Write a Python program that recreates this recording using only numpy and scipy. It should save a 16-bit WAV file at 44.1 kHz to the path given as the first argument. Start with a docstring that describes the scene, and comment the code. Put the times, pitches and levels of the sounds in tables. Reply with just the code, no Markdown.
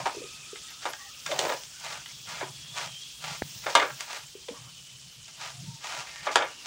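"""A steel spatula turns a flatbread on a hot iron griddle, over a fluttering flame and sizzling oil in a small kitchen.
First the blade knocks and drags as steam whistles; bread thumps, then sweeps rasp and knocks crowd from 0.5 to 1.7 s.
Sweeps go on under a wandering steam leak; a crust blister pops at 3.4 s, and the hardest knock follows at 3.75 s.
A second leak starts at 4.2 s; more sweeps lead to the last hard knocks near 6.4 s.
Noise excites resonant modes for iron, clicks make grit and bubbles, shaken sines whistle, and delays form the room."""
import sys
import numpy as np
from scipy import signal
from scipy.fft import rfft, irfft
from scipy.io import wavfile

SR = 44100
rng = np.random.default_rng(int(sys.argv[2]) if len(sys.argv) > 2 else 0)


def bounce(signal):
    """Save signal as a 16-bit WAV file at the path given by the first command-line argument."""
    frames = np.transpose(np.atleast_2d(signal))
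    limited = np.clip(frames, -1, 1)
    pcm = np.round(limited * 32767).astype(np.int16)
    wavfile.write(sys.argv[1], SR, pcm)


def makeup_ratio(level_db):
    """Linear amplitude ratio for a level in decibels (20 dB per factor of ten)."""
    decades = np.asarray(level_db, float) / 20
    return 10 ** decades


N = 293916
TIME = np.arange(N) / SR   # [s]


def rms_one(x):
    """Normalisation: scale to rms 1."""
    return x / np.sqrt(np.mean(x ** 2) + 1e-20)


def in_time(rows):
    """Linear interpolation: columns of a table, read at every sample."""
    s, *columns = np.transpose(rows)
    return [np.interp(TIME, s, c) for c in columns]


def drift(rate):
    """Low-passed noise: slow chance of spread 1, changing about rate times a second."""
    r = np.exp(-80 * np.pi * rate / SR)   # one step is 40 samples
    noise = rng.standard_normal(N // 40 + 2002)
    slow = rms_one(signal.lfilter([1], [1, -2 * r, r * r], noise)[2000:])
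    return np.interp(np.arange(N) / 40, np.arange(len(slow)), slow)


def band(x, low_hz, high_hz):
    """Band limiting: second-order Butterworth band-pass."""
    edges = np.clip([low_hz, high_hz], 10, .45 * SR)
    return signal.sosfilt(signal.butter(2, edges, "band", fs=SR, output="sos"), x)


def coloured(x, spectrum):
    """Spectral shaping: weight x by levels interpolated over log frequency, to rms 1."""
    log_hz = np.log(np.maximum(np.fft.rfftfreq(N, 1 / SR), 1))
    points = np.array(spectrum)
    gain = makeup_ratio(np.interp(log_hz, np.log(points[:, 0]), points[:, 1]))
    return rms_one(irfft(rfft(x) * gain, N))


LONGEST_RING_S = .05   # the bread damps the iron


def ring(x, hz, t60):
    """Damped resonance: a unit click sets a sine of height about 1 ringing."""
    r = makeup_ratio(-60 / (np.clip(t60, .002, LONGEST_RING_S) * SR))
    w = 2 * np.pi * hz / SR
    return signal.lfilter([0, np.sin(w)], [1, -2 * r * np.cos(w), r * r], x + 1e-18)


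def grains(per_s, spread_db):
    """Shot noise: random clicks of uneven size."""
    sizes = makeup_ratio(spread_db * np.minimum(rng.exponential(1, N), 5)) * rng.standard_normal(N)
    return sizes * (rng.random(N) < per_s / SR)


def breathy(hz, haze_share):
    """Turbulent modulation: a tone of rms about 1, shaken in pitch and strength."""
    breath_share, shakes_per_s = .25, 170
    phase = 2 * np.pi * np.cumsum(hz * (1 + haze_share * drift(shakes_per_s))) / SR
    strength = rms_one(1 - breath_share + breath_share * drift(26))
    return strength * np.sin(phase) * np.sqrt(2)


KITCHEN_T60_S, KITCHEN_DB, WALL_CUT_HZ = 0.21, -13.5, 7000   # T60 at low frequency


def kitchen(x):
    """Reverberation: eight feedback delays, duller on every round."""
    out, dull = np.zeros(N), np.exp(-2 * np.pi * WALL_CUT_HZ / SR)
    lags = (rng.uniform(0.0094, .03, 8) * SR).astype(int)
    for k, lag in enumerate(lags):
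        loop, state = x.copy(), [0.]
        gain = makeup_ratio(-60 * lag / SR / KITCHEN_T60_S)
        for i in range(lag, N, lag):   # one delay length at a time
            back, state = signal.lfilter([gain * (1 - dull)], [1, -dull], loop[i - lag:i], zi=state)
            loop[i:i + lag] += back[:N - i]
        out += (loop - x) * (-1) ** k
    return out


# spectrum of the low rumble: (frequency [Hz], relative level [dB per Hz])
RUMBLE_SPECTRUM = [(15, -52), (30, 4.5), (60, 22.5), (110, 16.5), (200, 12.5), (300, -31.5), (500, -21)]
RUMBLE_DB = -67.5   # mean
# mean strength of the flame's flutter: (time [s], level [dB])
FLUTTER = [(0.0, -43), (.1, -70), (.3, -56), (.45, -63.5), (1.1, -74), (1.43, -50), (1.66, -69), (1.8, -58),
           (2.5, -54.5), (2.9, -53.5), (3.15, -68), (3.25, -48), (3.45, -55.5), (3.7, -59), (4.45, -69.5),
           (4.6, -58), (5.1, -60), (5.45, -65), (5.63, -42.5), (5.85, -65.5), (6.05, -65.5), (6.66, -71.5)]
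FLAME_HZ, FLAME_WIDTH_HZ = 138.7, 39
THROB_DB, THROBS_PER_S = 4.5, 12.6


def flame():
    """Modulated narrow-band noise: the flame throbs unevenly in the gap under the iron, over a rumble."""
    flutter_db, = in_time(FLUTTER)
    half = FLAME_WIDTH_HZ / 2
    flutter = rms_one(band(rng.standard_normal(N), FLAME_HZ - half, FLAME_HZ + half))
    rumble = coloured(rng.standard_normal(N), RUMBLE_SPECTRUM)
    throbbing = makeup_ratio(flutter_db + THROB_DB * drift(THROBS_PER_S)) * flutter
    return throbbing + makeup_ratio(RUMBLE_DB + 3.1 * drift(6.2)) * rumble


# frying: (time [s], sizzle level [dB], mean level of the hiss near 15 kHz [dB])
FRYING = [(0, -44.5, -65), (.4, -45.5, -67), (.75, -46.5, -65), (1.15, -46, -59), (1.5, -40.5, -50),
          (1.68, -46, -62), (2.02, -46, -62), (2.18, -45.5, -60), (2.6, -46.5, -64), (3.05, -45, -63),
          (3.5, -44.5, -54), (3.98, -46, -56), (4.35, -49, -66), (4.8, -49, -65.5), (5.2, -49.5, -70),
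          (5.65, -47.5, -66), (6.15, -49, -70), (6.6, -48, -67)]
# gain of the sizzle below 2.45 kHz: (time [s], gain [dB])
LOW_SIZZLE = [(0, 2.5), (.7, 3), (1.15, 1.5), (1.7, 1.5), (2.1, -1), (2.6, 3.5), (3.1, -1), (3.55, 2.8),
              (4.3, 1), (5.0, 1.5), (5.65, 1), (6.6, 7.5)]
# spectrum of the sizzle before that gain: (frequency [Hz], relative level [dB per Hz])
SIZZLE_SPECTRUM = [(150, -22), (220, -8.5), (350, -12.5), (800, -14.5), (1300, -11), (1750, -11),
                   (2200, -9), (2450, -4), (2750, 0), (3300, 1.5), (4000, -1), (5500, 1.5), (7000, -1),
                   (9500, -10), (12500, -20.5), (14000, -43)]


def sizzle():
    """Shot noise: thousands of tiny bubbles burst in the oil; each half octave flickers on its own."""
    sizzle_db, hiss_db = in_time(FRYING)
    low_db, = in_time(LOW_SIZZLE)
    fizz = [grains(16000, spread_db=1.0) for _ in range(2)]
    edges = 150 * 2 ** np.arange(0, 7, .5)
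    patchy = np.zeros(N)
    for k, (low, high) in enumerate(zip(edges, edges[1:])):
        flicker = makeup_ratio(0.095 * drift(5.5) + 1.8 * drift(20))
        patchy += flicker * band(fizz[k % 2], low, high)
    patchy = coloured(patchy, SIZZLE_SPECTRUM)
    low_part = signal.sosfiltfilt(signal.butter(8, 2450, fs=SR, output="sos"), patchy)
    patchy = patchy + (makeup_ratio(low_db) - 1) * low_part
    hiss = band(band(rng.standard_normal(N), 14300, 16500), 14000, 17000)
    return makeup_ratio(sizzle_db) * rms_one(patchy) + makeup_ratio(hiss_db + 1.8 * drift(32)) * rms_one(hiss)


# fat spitting in short bursts, and a brief bright tick near 4.27 s at 7.4 kHz: # (time of crest [s], level at
# crest [dB], frequency [Hz], time from crest to 1/e [s])
SPITS = [(0.71, -54, 12400, 0.0086), (.9, -49, 11300, 0.014), (3.578, -59, 15000, .03),
         (4.18, -62, 12000, 0.064), (4.27, -46.5, 7400, .005), (4.293, -70, 12520, 0.027),
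         (5.14, -68, 13000, 0.047)]


def spits():
    """Gated band noise: narrow puffs of hiss under Gaussian envelopes."""
    noise, out = rng.standard_normal(N), np.zeros(N)
    for s, level_db, hz, length_s in SPITS:
        puff = rms_one(band(noise, hz * 0.92, hz * 1.06))
        out += makeup_ratio(level_db) * np.exp(-((TIME - s) / length_s) ** 2) * puff
    return out


# short whistles of steam out of the bread:
# (start [s], length [s], first frequency [Hz], last frequency [Hz], level [dB])
PUFFS = [(0.028, 0.89, 1236, 1294, -59), (0.064, 0.52, 2510, 2560, -52.5), (.01, 0.95, 3550, 3490, -57.5),
         (0.673, 0.045, 1905, 1885, -52), (.955, 0.12, 1147, 1133, -55.5), (.995, 0.1, 805, 780, -58),
         (0.977, 0.13, 1890, 1940, -52.5), (1.055, 0.19, 1247, 1286, -59.5),
         (1.712, 0.34, 1517, 1465, -54.5), (2.887, 0.25, 7850, 8090, -66), (4.525, 0.07, 1165, 1120, -52.5),
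         (4.634, 0.08, 1110, 1060, -59.5), (5.537, 0.094, 705, 690, -63.5), (5.646, 0.15, 920, 916, -58.5),
         (6.106, 0.155, 1840, 1850, -51.5), (6.443, 0.24, 2830, 2830, -54)]
# two long leaks of steam near 3 kHz, each a list of (time [s], frequency [Hz], level [dB])
LEAKS = [
    [(1.95, 3330, -60), (2.4, 3380, -54), (2.55, 3390, -54), (2.62, 3340, -53), (2.75, 3420, -48),
     (2.87, 3170, -52), (2.98, 3210, -46.5), (3.05, 3340, -48.5), (3.17, 3300, -52), (3.26, 3230, -56),
     (3.45, 3400, -57), (3.55, 3380, -59.5)],
    [(4.22, 3080, -62), (4.45, 3130, -58), (4.65, 3080, -58.5), (4.8, 2970, -54.5), (5.05, 3020, -61.5),
     (5.3, 2990, -58), (5.45, 2980, -67)],
]
# share of the length spent swelling and as much fading; pitch shake as share of pitch
WHISTLE_SWELL, PUFF_HAZE_SHARE, LEAK_HAZE_SHARE = .2, .04, .022


def whistles():
    """Turbulent jet tones: short whistles swell, glide and fade; long leaks wander in pitch and level."""
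    out = np.zeros(N)
    for s, length_s, first_hz, last_hz, level_db in PUFFS:
        along = np.clip((TIME - s) / length_s, 0, 1)
        swell = np.clip(np.minimum(along, 1 - along) / WHISTLE_SWELL, 0, 1)
        hz = first_hz + (last_hz - first_hz) * along
        out += swell * makeup_ratio(level_db) * breathy(hz, PUFF_HAZE_SHARE)
    for rows in LEAKS:
        hz, level_db = in_time(rows)
        from_end_s = np.minimum(TIME - rows[0][0], rows[-1][0] - TIME)
        out += np.clip(from_end_s / 0.036, 0, 1) * makeup_ratio(level_db) * breathy(hz, LEAK_HAZE_SHARE)
    return out


POP_S, POP_DB, POP_HZ = 3.4206, -18.5, 560


def pop():
    """Pressure release: a crust blister bursts with a suck, a push cracking near its crest, a rebound."""
    t = np.maximum(TIME - POP_S, 0)
    push = -np.sin(2 * np.pi * POP_HZ * t) * (t < 1 / POP_HZ)   # one cycle
    after = np.maximum(t - .0026, 0)
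    rebound = -.4 * np.cos(2 * np.pi * 95 * after) * np.exp(-after / 0.0058)
    rebound = rebound * np.clip(after / 0.0006, 0, 1)
    burst = rng.standard_normal(N) * np.exp(-((t - .0015) / .0006) ** 2)
    crack = 1.8 * band(burst, 700, 1900)
    return makeup_ratio(POP_DB) * (push + rebound + crack)


# dull thumps of the soft bread: (time [s], relative level [dB], frequency [Hz])
THUMPS = [(0.147, -27, 447), (0.168, -21, 381), (0.18, -21, 381), (0.204, -27, 330), (0.217, -23, 490),
          (0.24, -25.5, 400), (0.53, -22.5, 417), (1.292, -22, 563), (1.324, -12.5, 584), (2.429, -21, 375),
          (4.352, -25.5, 406), (4.488, -18.5, 483), (4.509, -25, 255)]


def thumps():
    """Heavy damping: soft dough on iron gives a few dull cycles."""
    out = np.zeros(N)
    for s, level_db, hz in THUMPS:
        t = np.maximum(TIME - s, 0)
        envelope = (t / 0.0068) * np.exp(-t / 0.0032)
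        out += makeup_ratio(level_db + 4) * envelope * np.sin(2 * np.pi * hz * t)
    return out


# modes of the iron, also struck by the knocks:
# (frequency [Hz], relative level [dB], t60 before the bread's damping limit [s])
GRIDDLE_MODES = [(387, -18.5, 0.0225), (494, -75, 0.039), (571, -0.5, 0.0083), (650, 3.5, 0.0417),
                 (731, 4.5, 0.011), (847.7, 5.5, 0.12), (912, -1, 0.019), (968, 2.5, 0.11),
                 (1140, -36, 0.036), (1173.5, 7.5, 0.02), (1386, 7, 0.054), (1423, -0.5, 0.0097),
                 (1630, 9.5, 0.072), (1701, 0.5, 0.052), (1850, 4, 0.11), (2100, 4.5, 0.045),
                 (2118, 11, 0.062), (2413, -59, 0.09), (2540, -29, 0.11), (2925, 17, 0.068),
                 (3100, 11.5, 0.065), (3250, 31.5, 0.0098), (3400, -2, 0.026), (3566, 27, 0.045),
                 (3820, -26.5, 0.028)]
# spectrum of the scraped grit: (frequency [Hz], relative level [dB per Hz])
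RASP_SPECTRUM = [(180, -13), (300, -18), (632, 5), (771, -3), (925, 13), (1620, 14), (2810, 15),
                 (5440, 12.5), (6860, 11), (13500, -14.5), (15700, -1)]
# the bread is swept across the iron:
# (start [s], swell [s], hold [s], fade [s], relative level [dB])
SWEEPS = [(0.535, 0.032, .0, .06, -50), (.665, 0.034, 0.018, .06, -52), (0.788, 0.039, 0.013, 0.041, -42.5),
          (1.739, .11, 0.095, 0.18, -40), (2.046, .05, 0.017, 0.06, -52), (2.233, 0.052, 0.12, 0.06, -40.5),
          (2.709, 0.056, .07, 0.15, -36.5), (3.172, 0.072, 0.1, 0.14, -40),
          (3.599, 0.042, 0.0097, 0.032, -43.5), (3.964, .04, 0, 0.18, -41), (4.008, .1, 0.064, 0.15, -40),
          (5.325, 0.089, 0.054, 0.21, -40), (5.784, 0.059, .16, 0.19, -39.5),
          (6.033, 0.034, 0.18, 0.064, -50.5), (6.199, 0.064, .0, 0.046, -39),
          (6.6, 0.064, 0.17, 0.033, -43.5)]
# the blade drags on the iron, mostly just after a knock: (start [s], relative level [dB], hold [s],
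# humming region [Hz], treble share at the start [dB], depth share [dB])
DRAGS = [(0.0, -31.5, 0.0028, 730, -12, -17), (0.055, -27.5, .008, 750, -8.5, -8),
         (.856, -32.5, 0.017, 910, -8, -4), (1.258, -36.5, .01, 1490, -6, -15),
         (1.3, -44, 0.023, 630, 3, 5), (1.31, -37.5, 0.055, 630, -5, -4),
         (1.387, -33.5, 0.14, 790, -2.5, 0.5), (2.413, -32, .006, 860, -16, -6.5),
         (3.66, -31.5, 0.023, 1070, -10, -1.5), (3.696, -48.5, 0.049, 1020, 10.5, -21),
         (3.751, -26, 0.079, 1110, -9.5, -4), (4.001, -63, 0.0059, 1510, -3, 10),
         (4.481, -43, .006, 593, -6.5, 0.5), (5.278, -52, 0.0036, 1520, 5.5, -14),
         (6.271, -28.5, 0.01, 1080, -19, -4), (6.312, -43, 0.07, 1000, 7.5, -13),
         (6.357, -31.5, 0.086, 1120, -34, -2.5), (1.524, -46, 0.012, 920, 4, -10),
         (0.136, -70, 0.07, 595, 7, 9), (4.538, -58, .15, 1140, -9, -11)]
CATCH_DB = 9   # coarse crumbs among the grit
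SWEEP_EDGE_DB = 39.5   # level lost over the swell and over the fade
SWEEP_HZ, LIGHTER_DB_PER_OCTAVE = 1300, 22   # a -41 dB sweep hums at SWEEP_HZ; lighter ones hum higher
SWEEP_FALL_DB, SWEEP_TREBLE_DB, SWEEP_DEPTH_DB = 9.5, -1, -34   # fall per octave; shares
DRAG_ATTACK_S, DRAG_FADE_DB_PER_S, DRAG_FALL_DB = 0.003, 278.5, 11   # the last per octave
TREBLE_FADE_DB_PER_S = 91   # extra: the treble fades from the start of each drag
DRAG_JUDDER_DB, JUDDERS_PER_S = 0.5, 29   # the pressed blade sticks and slips


def slides():
    """Friction excitation: grit catches rasp and set modes near the rubbed region humming."""
    grit = grains(9000, spread_db=0.5) + makeup_ratio(CATCH_DB) * grains(150, spread_db=3.0)
    grit = grit * makeup_ratio(0.72 * drift(41))
    modes = np.array([mode for mode in GRIDDLE_MODES if mode[0] < 2900])
    voices = []
    for hz, _, t60 in modes:
        hum = rms_one(ring(grit, hz, t60))
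        scrape = rms_one(band(grit, hz / 1.0585, hz * 1.089))
        voices.append(makeup_ratio(-1.5) * hum + scrape)
    voices = band(np.array(voices), 606, 3140)
    rasp = coloured(grit, RASP_SPECTRUM)
    deep = rms_one(band(band(rasp, 270, 560), 250, 700))
    treble = rms_one(band(rasp, 1700, 16000))

    def colour(region_hz, fall_db, treble_db, depth_db):
        """Modal weighting: the rasp as it sounds from one region of the plate."""
        gains = makeup_ratio(modes[:, 1] - fall_db * abs(np.log2(modes[:, 0] / region_hz)))
        hum = gains @ voices / np.linalg.norm(gains)
        return hum + makeup_ratio(treble_db) * treble + makeup_ratio(depth_db) * deep

    out = np.zeros(N)
    for s, swell_s, hold_s, fade_s, level_db in SWEEPS:
        before = 1 - (TIME - s) / swell_s
        after = (TIME - s - swell_s - hold_s) / fade_s
        away = np.maximum(np.maximum(before, after), 0)
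        region_hz = SWEEP_HZ * 2 ** (-(level_db + 41) / LIGHTER_DB_PER_OCTAVE)   # harder reaches deeper
        sound = colour(region_hz, SWEEP_FALL_DB, SWEEP_TREBLE_DB, SWEEP_DEPTH_DB)
        out += makeup_ratio(level_db - SWEEP_EDGE_DB * away) * sound
    judder = makeup_ratio(DRAG_JUDDER_DB * drift(JUDDERS_PER_S))
    for s, level_db, hold_s, region_hz, treble_db, depth_db in DRAGS:
        fade_db = DRAG_FADE_DB_PER_S * np.maximum(TIME - s - hold_s, 0)
        press = np.clip((TIME - s) / DRAG_ATTACK_S, 0, 1) * makeup_ratio(level_db - fade_db)
        falling_db = treble_db - TREBLE_FADE_DB_PER_S * np.maximum(TIME - s, 0)
        out += press * judder * colour(region_hz, DRAG_FALL_DB, falling_db, depth_db)
    return out


# knocks on the griddle: (time [s], relative level [dB], struck region [Hz], relative crack level [dB],
# fall away from the region [dB per octave], below zero taken as zero)
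KNOCKS = [(0.057, -25, 905, -28, 3), (0.063, -14.5, 820, -31, 48), (0.557, -32, 2280, -21, 43),
          (0.683, -35, 3440, -15, 14), (0.854, -17.5, 850, -15, 14), (0.934, -26.5, 1680, -9, 28),
          (1.263, -24, 1600, -1, 16), (1.315, -20.5, 980, -21, 4), (1.391, -16.5, 3100, 1, -4),
          (1.494, -17.5, 988, -19, 21), (1.523, -23, 1100, -8, 17), (1.635, -37, 2860, 1, 16),
          (2.059, -31, 2140, -24, 21), (2.409, -24.5, 925, -25, 17), (3.665, -16.5, 1200, -48, 27),
          (3.752, 0.5, 920, -9.5, 8), (3.798, -15.5, 1980, -33, 23), (3.824, -15.5, 1170, -41.5, 20),
          (3.852, -27, 824, -12, 15), (3.903, -27, 1380, -20.5, 31), (4.007, -32, 1440, 8, 25),
          (4.484, -29, 3300, -31, 15), (5.279, -45, 3140, -11, 8), (6.268, -15, 860, -38, 13),
          (6.357, -3.5, 850, -8, 11), (6.393, -18, 743, -38, 11), (6.423, -22.5, 1600, -22, 12)]
RATTLE_S, RATTLE_DOUBLES_DB = .0058, 24   # decay for a listed -20 dB; harder knocks rattle longer


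def knocks():
    """Modal excitation: a rattling contact strikes every mode anew, with a dry thud and a crack."""
    out, t = np.zeros(N + SR), np.arange(SR // 5) / SR
    contacts = rng.standard_normal((len(KNOCKS), 2, len(t)))
    strengths = rng.normal(0, 0.77, (len(KNOCKS), len(GRIDDLE_MODES)))   # [dB]
    for (s, knock_db, region_hz, crack_db, fall_db), noise, chance_db in zip(KNOCKS, contacts, strengths):
        rattle_s = RATTLE_S * 2 ** ((knock_db + 20) / RATTLE_DOUBLES_DB)
        # hard contacts start abruptly, soft ones build up
        snap = makeup_ratio(crack_db + 11) * np.exp(-t / 0.0013)
        rattle = np.exp(-t / rattle_s) * (1 - np.exp(-t / 0.00069))
        contact = noise[0] * (snap + rattle)
        body = np.zeros(len(t))
        for (hz, level_db, t60), c in zip(GRIDDLE_MODES, chance_db):
            off_db = max(fall_db, 0) * abs(np.log2(hz / region_hz))
            body += makeup_ratio(level_db + c - off_db) * ring(contact, hz, t60)
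        thud = band(contact, region_hz / 2.26, region_hz * 1.7)
        crack_envelope = np.exp(-t / 0.00063) + .35 * np.exp(-t / .007)
        crack = band(noise[1] * crack_envelope, 2400, 8000)
        blow = body / np.std(body[:600])
        blow += makeup_ratio(-1.5) * thud / np.std(thud[:600])
        blow += makeup_ratio(crack_db + 7.5) * crack / np.std(crack[:300])
        at = round(s * SR)
        out[at:at + len(t)] += makeup_ratio(knock_db - 15) * blow
    return band(band(out[:N], 535, 8000), 160, 15000)   # the plate is too small to radiate bass


def scene():
    """Superposition: contacts echo in the kitchen; the steady sounds lie under them."""
    steady = flame() + sizzle() + spits() + whistles()
    blows = thumps() + knocks()
    echo = makeup_ratio(KITCHEN_DB) * kitchen(blows)
    return (steady + pop() + slides() + blows + echo)[None]


def top_cut(x):
    """Nothing passes above about 16.9 kHz."""
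    return signal.sosfilt(signal.butter(12, 16870, fs=SR, output="sos"), x)


PEAK_TOP, CUTOFF_HZ = .8, 15780


def record(dry):
    """Saturation and band limiting: peaks are rounded, the top is cut steeply."""
    rounded = PEAK_TOP * np.tanh(dry / PEAK_TOP)
    low_pass = signal.ellip(10, .5, 45, CUTOFF_HZ, fs=SR, output="sos")
    finished = signal.sosfilt(low_pass, rounded)
    return top_cut(finished)


dry = scene()
out = record(dry)
bounce(out)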